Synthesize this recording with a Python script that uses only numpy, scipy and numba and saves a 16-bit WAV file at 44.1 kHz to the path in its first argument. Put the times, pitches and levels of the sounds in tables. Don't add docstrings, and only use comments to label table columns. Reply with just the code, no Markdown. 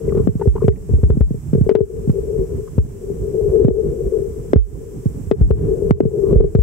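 import sys
import numpy as np
from scipy import signal
from scipy.fft import rfft, irfft, next_fast_len
from scipy.io import wavfile
from numba import njit

SR = 44100
rng = np.random.default_rng(int(sys.argv[2]) if len(sys.argv) > 2 else 0)


def store_pcm(level_fs):
    pcm = np.round(np.clip(level_fs, -1, 1) * 32767).astype(np.int16)
    wavfile.write(sys.argv[1], SR, np.atleast_2d(pcm).T)


N = 291965

# start in seconds, thump level in dB, rough thump pitch in Hz,
# ring level in dB, crack level in dB, lean (each unit makes the left thump 0.46 dB above the right).
KNOCKS = [(0.077, -27, 134, -8.5, -39, 1), (0.122, -14.5, 134, -10, -41, 3), (0.148, -20, 131, -6, -29, 5),
          (0.172, -13, 160, -5.5, -24, 2), (0.197, -12, 160, -13, -43, -22),
          (0.271, 2, 190, -19.5, -33, 15.5), (0.286, -5, 160, -12, -34, -11),
          (0.352, -7, 157, -36, -50, -4), (0.395, -31, 103, -16, -28, 1), (0.412, -29, 78.5, -7.5, -29, 3),
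          (0.456, -20, 120, -5.5, -37, -7), (0.471, 2, 92.6, -16, -47, -9), (0.553, -29, 283, -10, -34, -4),
          (0.62, -23, 152, -4.5, -33, -17), (0.641, -5.5, 152, -7, -51, -13), (0.68, 4, 121, 4, -12, -12),
          (0.891, -12.5, 94, -15, -59, 8), (0.91, -8, 110.5, -30, -43, 0), (0.934, 0.5, 96, -16, -44, -1.5),
          (0.984, -12, 100, -18.5, -56, 0), (1.031, 3, 91, -12, -35, 0), (1.099, 1, 102, -5.5, -22.5, 3),
          (1.169, -3.5, 173.5, -25, -54, -2), (1.206, 6.5, 85.5, -10.5, -19, 11),
          (1.306, -6, 170, -22.5, -53, -3), (1.342, -12.5, 150, -20.5, -47, -3),
          (1.53, -4, 178, -16, -25, -5), (1.549, -5.5, 150, -6.5, -29, -3),
          (1.578, -9.5, 127, -12, -42, -15), (1.609, -0.5, 139, -24.5, -56, -9.5),
          (1.664, -14.5, 161, -6.5, -40, -2), (1.692, -33.5, 276, 9.5, 0, 4.5),
          (1.71, -2, 209, 3, -10.5, -2.5), (1.751, 1.5, 164, 14.5, 2, -2), (1.785, -16, 273, 1, -24, -15),
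          (1.805, -2.5, 140, 6, -62, -8), (2.073, -7, 158, -36, -61, 4), (2.093, -2.5, 158, -20, -26, -0.5),
          (2.385, -16.5, 150, -33, -61, -8), (2.779, 2.5, 105, -10, -22.5, 4),
          (3.099, -28, 156, -15, -52, -6), (3.41, -17.5, 63, -8.5, -38, -7),
          (3.557, -25, 271, -4.5, -30.5, 11), (3.61, -13.5, 57.7, -12, -38, 5),
          (3.646, 3, 152, -1.5, -20.5, -8), (3.681, 4, 229, -10.5, -28, 3.5),
          (3.705, -13, 101, 0, -50, -21.5), (4.532, 10.5, 256, 4, -9, -8.5),
          (4.557, 17, 99.4, 2.5, -9.5, -12), (5.056, -6, 153, -22, -53, -9.5),
          (5.268, -21.5, 103, -28, -59, -15), (5.312, 3, 199, 5.5, -6, 0),
          (5.409, 6, 81.8, -14.5, -23, 4.5), (5.505, 3.5, 94, -1, -37, 4), (5.82, -18, 108, -10.5, -58, -7),
          (5.907, 16, 161, -3.5, -4, -10), (6.003, 8.5, 262, 3.5, -19, 1.5),
          (6.029, -3.5, 160, -24, -28, 1), (6.052, 1, 155.6, 0, -36, 4.5),
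          (6.327, -5, 151, -16.5, -61.5, -4), (6.357, 7.5, 72.3, -0.5, -43, -14.5),
          (6.402, -2.5, 112, 6, -41, 11), (6.442, -8.5, 134, 2.5, -33, 1.5),
          (6.549, 5, 134, 0.5, -15, -1.5), (6.585, 5.5, 77.6, -5.5, -40, 12)]

CAVITY_HZ, CAVITY_WIDTH_HZ = (402.9, 385.2), (38.1, 42)
CAVITY_DB = (2, -9.5)
HISS_DB = (-53.5, -51)


def thumps(cycles=0.88, sag=0.15, overshoot=1.133, settle_s=0.0052):
    out, t = np.zeros((2, N)), np.arange(SR // 5) / SR
    sides = (0.34, 0.0017, 0.9), (-0.58, 0.0021, 0.797)
    high_start = overshoot * settle_s * (1 - np.exp(-t / settle_s))
    for start, db, hz, _, _, lean in KNOCKS:
        for side, (lean_share, late_s, pitch_share) in enumerate(sides):
            turns = hz * pitch_share * (t / (1 + sag * np.sqrt(hz * t)) + high_start)
            envelope = turns / cycles * np.exp(1 - turns / cycles)
            swing = envelope * np.sin(2 * np.pi * turns)
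            add(out[side], from_db(db + lean_share * lean / 2) * swing, start + late_s)
    return out


def rings(contact_hz=674):
    kicks = np.zeros(N)
    for start, _, _, db, _, _ in KNOCKS:
        kicks[round(start * SR)] = from_db(db)
    unit_peak = np.abs(cavity(signal.unit_impulse(N))[0]).max() / from_db(CAVITY_DB[0])
    return cavity(low_pass(kicks, contact_hz)) / unit_peak


def cracks(decay_s=0.0044, dull_hz=790):
    out, t = np.zeros(N), np.arange(SR // 20) / SR
    envelope = t / decay_s * np.exp(1 - t / decay_s)
    for start, _, _, _, db, _ in KNOCKS:
        add(out, from_db(db) * envelope * rng.standard_normal(len(t)), start)
    return filtered(low_pass(out, dull_hz), 350, "high")


def cavity(push, upper_ratio=1.0748, upper_db=-1):
    out = np.zeros((2, len(push)))
    for side, (base_hz, width_hz, db) in enumerate(zip(CAVITY_HZ, CAVITY_WIDTH_HZ, CAVITY_DB)):
        r = np.exp(-np.pi * width_hz / SR)
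        for hz, tone_db in ((base_hz, db), (base_hz * upper_ratio, db + upper_db)):
            b = (1 - r * r) / 2 * np.array([1, 0, -1])
            a = [1, -2 * r * np.cos(2 * np.pi * hz / SR), r * r]
            ringing = signal.lfilter(b, a, push + 1e-18)
            out[side] += from_db(tone_db) * signal.lfilter(b, a, ringing)
    return out


def hum(level_db, muffle_hz=565):
    eddies = rng.standard_normal(N) * from_db(2.54 * drift(15.1))
    return from_db(level_db) * rms_one(cavity(low_pass(eddies, muffle_hz)))


def rumble(level_db):
    # frequency in Hz, relative level in dB.
    spectrum = [(15, -21), (49, -1.5), (85, -5.5), (114, -10.5), (160, -5.5), (227, -21.5), (340, -16.5),
                (600, -81.5)]
    noise = banded_noise(spectrum, alike=0.64, lumpy_db=4.0, lumps_per_s=6.7)
    return from_db(level_db + [[-2.5], [1.5]]) * noise


def surge():
    # time in seconds, rumble level in dB, hum level in dB.
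    flow = [(0.0, -22.5, -22.5), (0.15, -13, -26), (0.37, -23, -39), (0.74, -20, -31.5), (1.12, -20, -48.5),
            (1.31, -28, -59.5), (1.55, -19.5, -52), (1.73, -30.5, -36), (2.4, -24, -19),
            (2.75, -29.5, -38.5), (2.88, -26, -38.5), (3.23, -25, -24), (3.56, -24, -11.5),
            (4.09, -24, -21), (4.63, -31, -36.5), (4.87, -26, -33), (5.31, -23.5, -44.5),
            (5.73, -17.5, -16), (6.07, -23.5, -20.5), (6.32, -22, -10), (6.47, -14.5, -25),
            (6.62, -30, -40)]
    times, *levels = np.transpose(flow)
    return [np.interp(np.arange(N) / SR, times, db) for db in levels]


def gurgles(band_ratio=1.14):
    # start in seconds, level in dB, centre pitch in Hz, length in seconds.
    swells = [(0.089, -43.5, 2060, 0.011), (0.12, -31.5, 1140, 0.0091), (0.136, -41.5, 1100, .1),
              (0.41, -20.5, 895, 0.017), (0.41, -42, 1570, 0.031), (0.555, -24, 940, 0.017),
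              (0.574, -27, 1000, 0.013), (0.599, -34, 1090, 0.044), (0.623, -49.5, 2200, 0.044),
              (0.72, -46, 2050, 0.0093), (0.756, -43.5, 2120, 0.011), (2.675, -36, 1100, 0.011),
              (4.136, -42, 1000, 0.0089), (6.207, -42.5, 1020, 0.18)]
    out = np.zeros((2, N))
    for start, db, hz, length_s in swells:
        both, left, right = rng.standard_normal((3, SR // 4))
        noise = both + 0.63 * np.array([left, right])
        rough = rms_one(filtered(noise, [hz / band_ratio, hz * band_ratio], "band"))
        count = int(length_s * SR)
        add(out, from_db(db) * np.sqrt(np.hanning(count)) * rough[:, -count:] / 2, start)
    return out


def rustle(hum_db, base_db=-64, follows=0.12):
    # frequency in Hz, relative level in dB.
    spectrum = [(400, 3.5), (700, -18), (1000, -0.5), (1600, -37.5), (2100, -27), (4000, -37)]
    level_db = base_db + follows * (hum_db - hum_db.mean())
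    return from_db(level_db) * banded_noise(spectrum, alike=0.24, lumpy_db=3.5, lumps_per_s=28)


def hiss():
    # frequency in Hz, relative level in dB.
    spectrum = [(1000, -5.5), (1760, -9.5), (3000, -14), (4300, -21.5), (5650, -8), (6670, -9),
                (7500, -2.5), (8400, -4), (9320, -13), (10200, -10.5), (15900, -13)]
    hz, db = np.transpose(spectrum)
    size = next_fast_len(N)
    bins_hz = np.maximum(np.fft.rfftfreq(size, 1 / SR), 1)
    colour = from_db(np.interp(np.log(bins_hz), np.log(hz), db)) * (bins_hz > 300)
    noise = irfft(rfft(rng.standard_normal((2, size))) * colour, size)[:, :N]
    return from_db(HISS_DB)[:, None] * rms_one(noise)


def banded_noise(spectrum, alike, lumpy_db, lumps_per_s):
    hz, db = np.transpose(spectrum)
    edges = hz[0] * 2 ** np.arange(0, np.log2(hz[-1] / hz[0]) + .6, .5)
    edges = edges[edges < .48 * SR]
    out, together, white = 0, drift(lumps_per_s), rng.standard_normal((2, 2, N))
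    for k, (low, high) in enumerate(zip(edges, edges[1:])):
        mid, side = filtered(white[k % 2], [low, high], "band")
        level_db = np.interp(np.log(low * high) / 2, np.log(hz), db)
        gain = from_db(level_db + lumpy_db * (together + 0.5 * drift(lumps_per_s)))
        out = out + gain * (np.sqrt(1 + alike) * mid + np.sqrt(1 - alike) * side * [[1], [-1]])
    return rms_one(out)


def drift(rate_hz):
    r = np.exp(-80 * np.pi * rate_hz / SR)
    steps = rng.standard_normal(N // 40 + 2002)
    slow = signal.lfilter([1], [1, -2 * r, r * r], steps)[2000:]
    return np.interp(np.arange(N) / 40, np.arange(len(slow)), rms_one(slow))


def filtered(x, hz, kind):
    return signal.sosfilt(signal.butter(2, hz, kind, fs=SR, output="sos"), x)


def low_pass(x, hz):
    return filtered(x + 1e-18, hz, "low")


def from_db(db):
    return 10 ** (np.asarray(db) / 20)


def rms_one(x):
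    return x / np.sqrt(np.mean(x ** 2) + 1e-20)


def add(track, sound, start_s):
    at = round(start_s * SR)
    track[..., at:at + sound.shape[-1]] += sound[..., :N - at]


def scene():
    rumble_db, hum_db = surge()
    water = rumble(rumble_db) + hum(hum_db) + rustle(hum_db)
    knocks = thumps() + rings() + cracks()
    return knocks + water + gurgles()


@njit
def limiter_gain(peak, threshold, attack_s, release_s):
    attack, release = 1 - np.exp(-1 / (attack_s * SR)), np.exp(-1 / (release_s * SR))
    gain, held, cut = np.ones(len(peak)), 0., 0.
    for i in range(len(peak)):
        excess = np.log(max(peak[i] / threshold, 1.))
        held = max(held * release, excess)
        cut += attack * (held - cut)
        gain[i] = np.exp(-cut)
    return gain


def record(dry, low_cut_hz=33.8, ceiling=0.935, top_cut_hz=15730):
    x = filtered(dry, low_cut_hz, "high") + hiss()
    x = x * limiter_gain(np.abs(x).max(0), threshold=0.76, attack_s=0.00055, release_s=0.089)
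    top_cut = signal.ellip(14, .3, 60, top_cut_hz, fs=SR, output="sos")
    return signal.sosfilt(top_cut, np.clip(x, -ceiling, ceiling))


dry = scene()
out = record(dry)
store_pcm(out)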